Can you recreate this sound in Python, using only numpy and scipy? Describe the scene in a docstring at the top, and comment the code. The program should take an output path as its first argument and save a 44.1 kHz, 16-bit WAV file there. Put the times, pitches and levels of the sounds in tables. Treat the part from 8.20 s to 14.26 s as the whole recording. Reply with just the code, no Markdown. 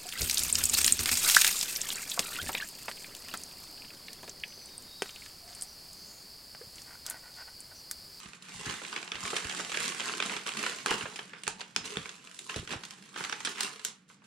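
"""A plastic mailer is pulled open at a desk in a small room.
First its film creases in tiny crackles and buckles in single snaps, while hands bump the hollow envelope.
From about 1 to 4 seconds, whole panels of it also pop through now and then.
From 4.6 seconds a little parts bag is slid out and fingered, and the snaps turn crisper.
All along, the walls give a short echo over a faint room hum."""
import sys
import numpy as np
from scipy import signal
from scipy.fft import rfft, irfft, next_fast_len
from scipy.io import wavfile
from scipy.ndimage import map_coordinates

SR = 44100
rng = np.random.default_rng(int(sys.argv[2]) if len(sys.argv) > 2 else 0)


def master(y):
    """Save y as 16-bit WAV."""
    cut = np.clip(np.atleast_2d(y).T, -1, 1)
    pcm = np.round(cut * 32767)  # scale
    wavfile.write(sys.argv[1], SR, pcm.astype(np.int16))


N = 267246

# Levels in dB are relative. A fade time (t60) is how long a sound takes to drop by 60 dB.
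# The film buckling. Each row: start in seconds, level in dB, pitch in Hz, fade time in seconds.
SNAP_EVENTS = [(0.0583, -43.5, 2550, 0.018), (0.133, -40.5, 2600, 0.013), (0.2227, -41.5, 5440, 0.036),
               (0.4584, -31.5, 4480, 0.051), (0.616, -37, 1330, 0.025), (0.649, -34.5, 3000, 0.013),
               (0.662, -53, 3300, .012), (0.677, -43, 2380, 0.014), (0.727, -32, 2480, 0.018),
               (0.7627, -26, 2380, 0.011), (0.776, -33, 2480, 0.017), (0.828, -34, 2850, 0.013),
               (0.877, -36, 2430, 0.015), (0.9181, -27, 2450, 0.0095), (0.954, -31, 2600, 0.034),
               (1.053, -30.5, 2390, 0.0076), (1.077, -32, 2440, 0.01), (1.103, -31, 3500, .012),
               (1.1303, -28.5, 950, 0.025), (1.1643, -21.5, 3400, 0.04), (1.248, -32.5, 2500, 0.03),
               (1.295, -28.5, 2800, 0.029), (1.324, -38, 1850, 0.017), (1.3953, -29, 1310, 0.044),
               (1.448, -41, 2120, 0.0061), (1.496, -34, 2540, 0.013), (1.517, -28.5, 2250, 0.03),
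               (1.543, -25.5, 2100, 0.056), (1.5718, -23, 2560, 0.014), (1.641, -30.5, 3260, 0.013),
               (1.658, -35, 3200, 0.023), (1.679, -31, 6000, 0.013), (1.69, -30.5, 3600, 0.01),
               (1.722, -34.5, 2420, 0.011), (1.7979, -28, 2580, 0.011), (1.804, -27, 2700, 0.014),
               (1.814, -32, 2000, 0.017), (1.847, -36, 1900, .012), (1.8875, -28.5, 2230, 0.012),
               (1.895, -29.5, 1600, 0.016), (1.9365, -30.5, 2160, 0.01), (1.9805, -36, 5500, 0.0082),
               (2.0018, -23, 2420, 0.015), (2.024, -23, 2650, 0.02), (2.096, -27.5, 1910, .02),
               (2.165, -27, 2780, 0.035), (2.2644, -32, 1830, 0.012), (2.273, -32, 4620, 0.0047),
               (2.2805, -31, 2270, 0.014), (2.291, -28.5, 2700, .014), (2.318, -35, 2760, 0.013),
               (2.337, -35, 3400, 0.0092), (2.371, -39, 2800, 0.021), (2.41, -35, 1510, .09),
               (2.4378, -26, 1800, 0.012), (2.4638, -24, 2020, 0.02), (2.5205, -35, 2600, 0.0094),
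               (2.571, -45, 3460, 0.007), (2.6603, -23.5, 6030, 0.011), (2.7065, -27.5, 5030, 0.014),
               (2.714, -56, 2000, 0.013), (2.78, -35, 4200, 0.018), (2.8085, -28.5, 1690, 0.036),
               (2.822, -36, 2050, 0.026), (2.8555, -30, 1310, 0.048), (2.9586, -32.5, 3870, 0.045),
               (2.9899, -30, 2000, 0.03), (3.1341, -35.5, 1570, 0.028), (3.235, -33.5, 5070, .01),
               (3.2675, -32, 2700, 0.018), (3.2778, -23, 5700, 0.0092), (3.406, -33, 2770, 0.047),
               (3.413, -33, 3040, 0.012), (3.5625, -23.5, 4200, 0.009), (3.646, -42, 2800, .025),
               (3.655, -36, 5000, .01), (3.757, -37, 2700, 0.011), (3.77, -25.5, 2600, 0.0064),
               (3.8568, -34, 1830, 0.011), (3.8921, -34, 3570, 0.025), (4.072, -42.5, 2650, 0.016),
               (4.113, -43, 3930, .012), (4.1902, -33.5, 5840, 0.018), (4.2955, -28.5, 2670, 0.026),
               (4.318, -41, 2290, .02), (4.342, -33.5, 2370, 0.018), (4.3602, -29.5, 3960, 0.047),
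               (4.388, -38, 2580, .03), (4.4748, -33.5, 2460, 0.017), (4.492, -42, 3800, .012),
               (4.5145, -33.5, 2420, 0.015), (4.5245, -30, 3400, 0.03), (4.534, -30.5, 1500, 0.021),
               (4.6352, -34.5, 2900, 0.031), (4.6506, -37, 4200, 0.035), (4.7075, -38, 3600, 0.01),
               (4.9594, -31, 1880, 0.052), (5.0072, -29.5, 1510, .012), (5.039, -29, 2740, 0.015),
               (5.0478, -29, 2530, 0.016), (5.0962, -30.5, 2520, 0.0092), (5.125, -24.5, 2210, 0.028),
               (5.2037, -35, 2490, 0.033), (5.249, -22, 3150, 0.07), (5.272, -25, 2050, 0.026),
               (5.388, -47, 1380, 0.017), (5.406, -22, 5300, 0.02), (5.4311, -25.5, 5170, 0.03),
               (5.5943, -39, 2580, 0.025), (5.649, -22, 6860, 0.013), (5.899, -47.5, 1840, 0.071),
               (6.019, -53.5, 1270, .04)]
# Tone of a snap in the soft mailer and in the thinner bag. Each row: frequency in Hz, level in dB.
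MAILER_TONE = [(200, -4.5), (430, 10.5), (620, -0.5), (1000, -2), (1500, 3), (2000, -1), (2600, 3.5),
               (5000, -1), (8000, 4.5), (10000, 0.5), (11500, -9.5), (15000, -14)]
BAG_TONE = [(430, 5), (620, -2), (1300, 5.5), (2500, 2.5), (5000, 4.5), (8500, 10), (11500, 1), (15500, -6)]
# The film rustles while it is held. Each row: time in seconds, level in dB.
HOLD_LEVELS = [(0, -52), (.14, -60), (.19, -67), (.28, -53.5), (.55, -46.5), (.82, -52), (.89, -56.5),
               (1.06, -44.5), (1.9, -46), (2.21, -51.5), (2.55, -49), (2.98, -53.5), (3.12, -66),
               (3.53, -66.5), (3.72, -50.5), (3.97, -60), (4.25, -62), (4.45, -60), (4.9, -61), (5.1, -52),
               (5.55, -56), (5.79, -73), (5.99, -114), (6.05, -62)]
# Hands squeezing. Each row: start and length in seconds, level in dB, hiss compared with crackle in dB.
HAND_SQUEEZES = [(0.325, 0.047, -56, 7), (0.441, 0.069, -43, -4), (0.713, 0.042, -46.5, -28),
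                 (0.935, 0.025, -43.5, -22), (1.024, 0.065, -53, 6.5), (1.51, 0.028, -39.5, -1),
                 (1.578, 0.12, -46.5, 2), (1.823, 0.056, -43, -0.5), (2.016, 0.13, -40.5, -3.5),
                 (2.253, 0.026, -42, 0), (2.346, 0.049, -45, -1.5), (2.386, 0.11, -38, -3.5),
                 (2.663, 0.081, -36.5, -7), (2.767, 0.071, -45, 0), (3.086, 0.1, -56, -31),
                 (3.387, 0.013, -44.5, -4), (3.635, 0.043, -44.5, -1), (4.13, 0.15, -67, 13.5),
                 (4.278, 0.12, -50, -0.5), (4.49, 0.059, -45, -7.5), (4.937, .03, -48.5, -8),
                 (4.959, 0.11, -48, -0.5), (5.272, 0.047, -52.5, 7), (5.352, 0.058, -45, -4.5),
                 (5.386, 0.1, -44, 1), (5.632, 0.055, -56, 7.5), (5.879, 0.061, -70, 7)]
# Tone of the three parts of the rustle. Each row: frequency in Hz, level in dB.
CRACKLE_TONE = [(400, -65), (700, -31), (1000, 5.5), (1500, 3.5), (2000, 1.5), (2800, 6), (4000, -4),
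                (5500, -2.5), (9000, -96)]
HISS_TONE = [(2000, -10.5), (4000, 6), (5200, 2.5), (7500, 6.5), (9500, 1.5), (11500, -8), (14000, -17),
             (16000, -45)]
FLUTTER_TONE = [(60, -68), (130, -16), (185, -3.5), (320, -10), (395, -6.5), (435, -2), (500, -11),
                (600, -16), (850, -13), (1500, -90)]
# Panels popping. Each row: start in seconds, level in dB, favoured pitch in Hz, spread in octaves.
POP_EVENTS = [(0.9188, -23, 2000, 0.41), (2.001, -20, 2020, 0.31), (2.6609, -15, 1470, 0.34),
              (2.7138, -15.5, 900, 0.68), (3.2778, -21.5, 1200, 0.9), (3.5625, -19.5, 4230, 1.08),
              (3.565, -22.5, 674, 0.27), (3.7697, -24, 330, 0.45)]
# The notes a panel rings with. Each row: pitch in Hz, level in dB, fade time in seconds.
PANEL_NOTES = [(190, -15.5, 0.24), (453, -6, 0.04), (910, -4, 0.023), (1275, -1.5, 0.012),
               (1520, 3.5, 0.0078), (2470, -5, 0.022), (2850, 5, 0.0056), (3840, -3.5, 0.0098),
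               (5170, 12, 0.0051), (6470, 6, 0.0057)]
# Hand bumps. Each row: start in seconds, level in dB, pitch in Hz, fade time of the shudder in seconds.
BUMP_EVENTS = [(0.059, -47, 113, 0.15), (0.35, -47, 101.9, 0.4), (0.466, -36.5, 115, 0.19),
               (0.948, -44.5, 101, 0.093), (1.039, -44, 110, 0.092), (1.251, -40.5, 100, 0.027),
               (2.66, -50.5, 226, 0.28), (2.716, -54, 215, 0.12), (2.834, -45, 120, 0.1),
               (3.566, -39, 206, 0.71), (3.771, -37, 164, 0.19), (4.361, -35.5, 440, 0.08),
               (4.364, -32, 101, 0.21), (4.395, -39.5, 126, 0.24), (4.429, -46.5, 406, 0.037),
               (4.515, -37, 220, 0.15), (4.534, -42, 970, 0.15), (4.557, -42, 105, 0.084)]
# The echo of the walls. Each row: frequency in Hz, fade time in seconds.
WALL_FADES = [(150, 0.4), (430, 0.27), (700, 0.43), (1400, 0.29), (3700, 0.26), (10000, 0.2), (15000, 0.05)]
# Tone of the room hum. 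Each row: frequency in Hz, level in dB.
HUM_TONE = [(25, -35), (85, -22), (140, 0), (165, 0), (182, 6.5), (205, 2.5), (240, -3.5), (420, -12.5),
            (800, -21), (2000, -17), (8000, -31), (15000, -58)]
# Room hum plus the rumble of arms, clothes and chair moving. Each row: time in seconds, level in dB.
RUMBLE_LEVELS = [(0, -61.5), (3.3, -59), (4.1, -66), (4.7, -59), (5.75, -69), (6.05, -62)]
# How alike left and right are. Each row: frequency in Hz, likeness (1 is the same, 0 is unrelated).
STEREO_LIKENESS = [(100, 0.95), (300, 0.92), (600, 0.62), (2000, 0.36), (4500, 0.69), (8000, -0.24)]
# The lean to the right. Each row: frequency in Hz, left level minus right level in dB.
STEREO_LEAN = [(100, -.5), (250, -2.4), (500, -1.4), (1000, -4.7), (2000, -3), (4000, -2.7), (10000, -3.2)]

BAG_FROM_S = 4.6


def snaps(crack_db=-4, echo_db=-4, size=16384):
    """A crease flips over with a sharp crack, and the sheet around it gives a low flap."""
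    out, hz = np.zeros((2, N)), np.fft.rfftfreq(size, 1 / SR)
    mailer, bag = amp(along(MAILER_TONE, hz)), amp(along(BAG_TONE, hz))
    sheet = hump(hz, centre_hz=483, octaves=0.82)
    for start, db, pitch_hz, t60 in SNAP_EVENTS:
        film = (mailer if start < BAG_FROM_S else bag) * amp(2 * facets(hz, [0])[:, 0])
        octaves = 0.77 * (pitch_hz / 3000) ** 0.32  # small, high facets crack over a wider band
        flap_db = -21.5 - 6.5 * np.log2(pitch_hz / 3000)  # big, low ones drag more sheet along
        crack = burst(film * hump(hz, pitch_hz, octaves), t60, span_s=.005, echo_db=echo_db)
        flap = burst(film * sheet, t60=.035, span_s=.005, echo_db=echo_db)
        add(out, start, amp(db) * (amp(crack_db) * crack + amp(flap_db) * flap))
    return out


def rustle(crackle_gain, hiss_gain, per_second=220, spread_db=7.5, crackle_db=-1.5, flutter_db=-8.5):
    """Every small crease gives a crackle, a bright tick of hiss and a low flutter."""
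    starts = rng.integers(0, N, int(per_second * N / SR))
    sizes_db = spread_db * np.minimum(rng.exponential(size=len(starts)), 1.8)
    crackle = creases(starts, sizes_db, CRACKLE_TONE, t60=.011, rub=.2, facet_db=2.5)
    hiss = creases(starts, sizes_db, HISS_TONE, t60=.016, rub=.45, facet_db=1)
    flutter = creases(starts, sizes_db, FLUTTER_TONE, t60=.035, rub=.28, facet_db=6)
    return crackle_gain * (amp(crackle_db) * crackle + amp(flutter_db) * flutter) + hiss_gain * hiss


def creases(starts, sizes_db, tone, t60, rub, facet_db, shapes_per_second=20):
    """Tiny bursts of noise on top of smooth rubbing; their tone shifts as the film folds."""
    energy = amp(sizes_db + rng.uniform(-5, 5, len(starts))) ** 2
    kicks = np.bincount(starts, energy, N)
    power = signal.lfilter([1], [1, -amp(-60 / (t60 * SR)) ** 2], kicks)  # each kick dies away
    grains = rng.standard_normal((2, N)) * np.sqrt(power / power.mean() + rub)
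    hz, t, spectrum = signal.stft(grains, SR, nperseg=512)
    spectrum *= amp(facet_db * facets(hz, t * shapes_per_second))
    grains = signal.istft(spectrum, SR, nperseg=512)[1][:, :N]
    return unit(filtered(grains, lambda hz: amp(along(tone, hz))))


def crinkles(per_second=170, typical_hz=2230, octaves=0.628, spread_db=2, fade_cycles=12, size=1024):
    """Little facets flip at random moments, each pinging briefly at its own pitch."""
    when, pitch, strength, *phases = rng.uniform(0, 1, (int(per_second * N / SR), 5)).T[..., None]
    hz = typical_hz * 2 ** (octaves * np.clip(np.log(pitch / (1 - pitch)) / 2, -2, 2))
    size_db = spread_db * np.minimum(-np.log(strength), 2)
    cycles = hz * np.arange(size) / SR
    envelope = amp(size_db - 60 * cycles / fade_cycles) * (1 - np.exp(-cycles))
    samples = ((when * N).astype(int) + np.arange(size)).ravel()
    pings = [envelope * np.sin(2 * np.pi * (cycles + phase)) for phase in phases]
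    return unit(np.array([np.bincount(samples, channel.ravel(), N)[:N] for channel in pings]))


def handling():
    """How loud the crackle and the sliding hiss are: a light hold, plus a swell for each squeeze."""
    t = np.arange(N) / SR
    crackle = hiss = amp(np.interp(t, *np.transpose(HOLD_LEVELS))) ** 2
    for start, length, db, slide_db in HAND_SQUEEZES:
        swell = np.clip((t - start) / 0.012, 0, 1)
        release = np.exp(-np.maximum(t - start - length, 0) / 0.0059)
        power = (amp(db) * swell * release) ** 2
        crackle = crackle + power
        hiss = hiss + power * amp(slide_db) ** 2
    return np.sqrt(crackle), np.sqrt(hiss)


def facets(hz, shapes, per_octave=6):
    """The small flat faces of crumpled film favour random pitches, which change with its shape."""
    octave, shape = np.meshgrid(np.log2(hz + 20), shapes, indexing="ij")
    knots = rng.standard_normal((128, int(np.max(shapes)) + 2))
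    return map_coordinates(knots, [octave * per_octave, shape], mode="mirror")


def pops(attack_s=.0003, echo_db=-9, size=8192):
    """A whole panel flips and rings briefly; how it is bent decides which of its notes sound."""
    out, t = np.zeros((2, N)), np.arange(size) / SR
    hz, note_db, t60 = np.transpose(PANEL_NOTES)[..., None]
    for start, db, pitch_hz, octaves in POP_EVENTS:
        share = np.exp(-(np.log2(hz / pitch_hz) / (2 * octaves)) ** 2)
        phase = np.array([np.zeros(hz.shape), rng.uniform(0, 1, hz.shape)])  # middle in step, side not
        notes = share * amp(note_db - 60 * t / t60) * np.sin(2 * np.pi * (hz * t + phase))
        ring = amp(db) * notes.sum(axis=1) * (1 - np.exp(-t / attack_s))
        add(out, start, ring)
        add(out, start, amp(echo_db) * signal.fftconvolve(ring, wall_tail(), axes=1))
    return out


def bumps(knock_db=-5.5, fade_cycles=3, shudder_db=-2, size=16384):
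    """Hands push the air in the limp envelope: one short, dry knock, then a dull shudder."""
    out, hz = np.zeros((2, N)), np.fft.rfftfreq(size, 1 / SR) + 1
    for start, db, pitch_hz, t60 in BUMP_EVENTS:
        sharpness = .7 * (pitch_hz / 130) ** .4  # higher bumps ring more narrowly
        hollow = 1 / (1 + (sharpness * (hz / pitch_hz - pitch_hz / hz)) ** 2) / np.sqrt(hz)
        shudder = burst(hollow, t60, span_s=.006, echo_db=-11)
        cycles = pitch_hz * np.arange(size) / SR
        airflow = np.sin(2 * np.pi * cycles) * amp(-60 * cycles / fade_cycles) * (1 - np.exp(-2 * cycles))
        pressure = np.gradient(airflow)
        knock = np.outer([1, 0], pressure) * np.sqrt(.01 * SR) / np.linalg.norm(pressure)  # middle only
        add(out, start, amp(db) * (amp(knock_db) * knock + amp(shudder_db) * shudder))
    return out


def room_echo(x, stretches=20):
    """The walls answer each stretch of sound with a new echo, as the envelope moves about."""
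    out = np.zeros((2, N))
    edges = np.linspace(0, N, stretches + 1).astype(int)
    for a, b in zip(edges, edges[1:]):
        add(out, a / SR, signal.fftconvolve(x[:, a:b], wall_tail(), axes=1))
    return out


def wall_tail(build_up_s=0.00091):
    """A new random echo of the walls, in which each frequency dies at its own speed."""
    hz, t, spectrum = signal.stft(rng.standard_normal((2, 16384)), SR, nperseg=256)
    fade = amp(-60 * t / along(WALL_FADES, hz)[:, None])
    tail = signal.istft(spectrum * fade, SR, nperseg=256)[1]
    tail *= 1 - np.exp(-np.arange(tail.shape[1]) / (SR * build_up_s))
    return unit(tail) / np.sqrt(tail.shape[1])


def room_hum():
    """Low room hum that swells and sinks with the rumble of arms, clothes and chair moving."""
    level_db = np.interp(np.arange(N) / SR, *np.transpose(RUMBLE_LEVELS))
    rumble = filtered(rng.standard_normal((2, N)), lambda hz: amp(along(HUM_TONE, hz)))
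    return amp(level_db) * unit(rumble)


def burst(tone, t60, span_s, echo_db, attack_s=0.0005):
    """A dying puff of noise plus its echo; the puff has the energy of span_s seconds at level 1."""
    tail = wall_tail()
    t = np.arange(tail.shape[1]) / SR
    puff = rng.standard_normal(tail.shape) * amp(-60 * t / t60) * (1 - np.exp(-t / attack_s))
    shaped = shape_tone(np.array([puff, tail]), tone)
    direct, echo = shaped / np.linalg.norm(shaped, axis=-1, keepdims=True)
    return (direct + amp(echo_db) * echo) * np.sqrt(span_s * SR)


def stereo(pair):
    """Turn middle and side into left and right: alike in the bass, apart in the treble, leaning right."""
    def shares(hz):
        angle = np.arccos(np.clip(along(STEREO_LIKENESS, hz), -1, 1)) / 2
        return np.array([np.cos(angle), np.sin(angle)])
    middle, side = filtered(pair, shares)
    left_right = np.array([middle + side, middle - side])
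    return filtered(left_right, lambda hz: amp(np.outer([.5, -.5], along(STEREO_LEAN, hz))))


def shape_tone(x, gain):
    """Change the tone of a short sound without any ringing ahead of it."""
    cepstrum = irfft(np.log(np.maximum(gain, 1e-6)))
    half = len(cepstrum) // 2
    cepstrum[1:half] *= 2
    cepstrum[half + 1:] = 0
    return irfft(rfft(x) * np.exp(rfft(cepstrum)))


def filtered(x, response):
    """Turn each frequency up or down by the gain that response gives it."""
    size = next_fast_len(N + SR // 2)
    return irfft(rfft(x, size) * response(np.fft.rfftfreq(size, 1 / SR)), size)[..., :N]


def hump(hz, centre_hz, octaves):
    """A broad, bell-shaped peak around one pitch."""
    return np.exp(-(np.log2((hz + 1) / centre_hz) / (2 * octaves)) ** 2) / np.sqrt(hz + 1)


def along(points, hz):
    """Read between the rows of a frequency table, with octaves evenly spaced."""
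    row_hz, values = np.transpose(points)
    return np.interp(np.log(hz + 1), np.log(row_hz + 1), values)


def add(track, start_s, sound):
    """Mix a sound into a track."""
    part = track[:, round(start_s * SR):][:, :sound.shape[1]]
    part += sound[:, :part.shape[1]]


def amp(db):
    """Turn decibels into a gain."""
    return 10 ** (np.asarray(db) / 20)


def unit(x):
    """Scale to an average (rms) level of 1."""
    return x / np.sqrt(np.mean(x ** 2) + 1e-20)


def scene(crinkle_db=-4.5, echo_db=-4):
    """Mix the rustling film, its echo, the snaps, pops and bumps, and the hum."""
    crackle_gain, hiss_gain = handling()
    film = rustle(crackle_gain, hiss_gain) + crackle_gain * amp(crinkle_db) * crinkles()
    return stereo(film + amp(echo_db) * room_echo(film) + snaps() + pops() + bumps() + room_hum())


def record(dry, top_hz=15800):
    """Cut off the very highest treble."""
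    return filtered(dry, lambda hz: hz < top_hz)


dry = scene()
out = record(dry)
master(out)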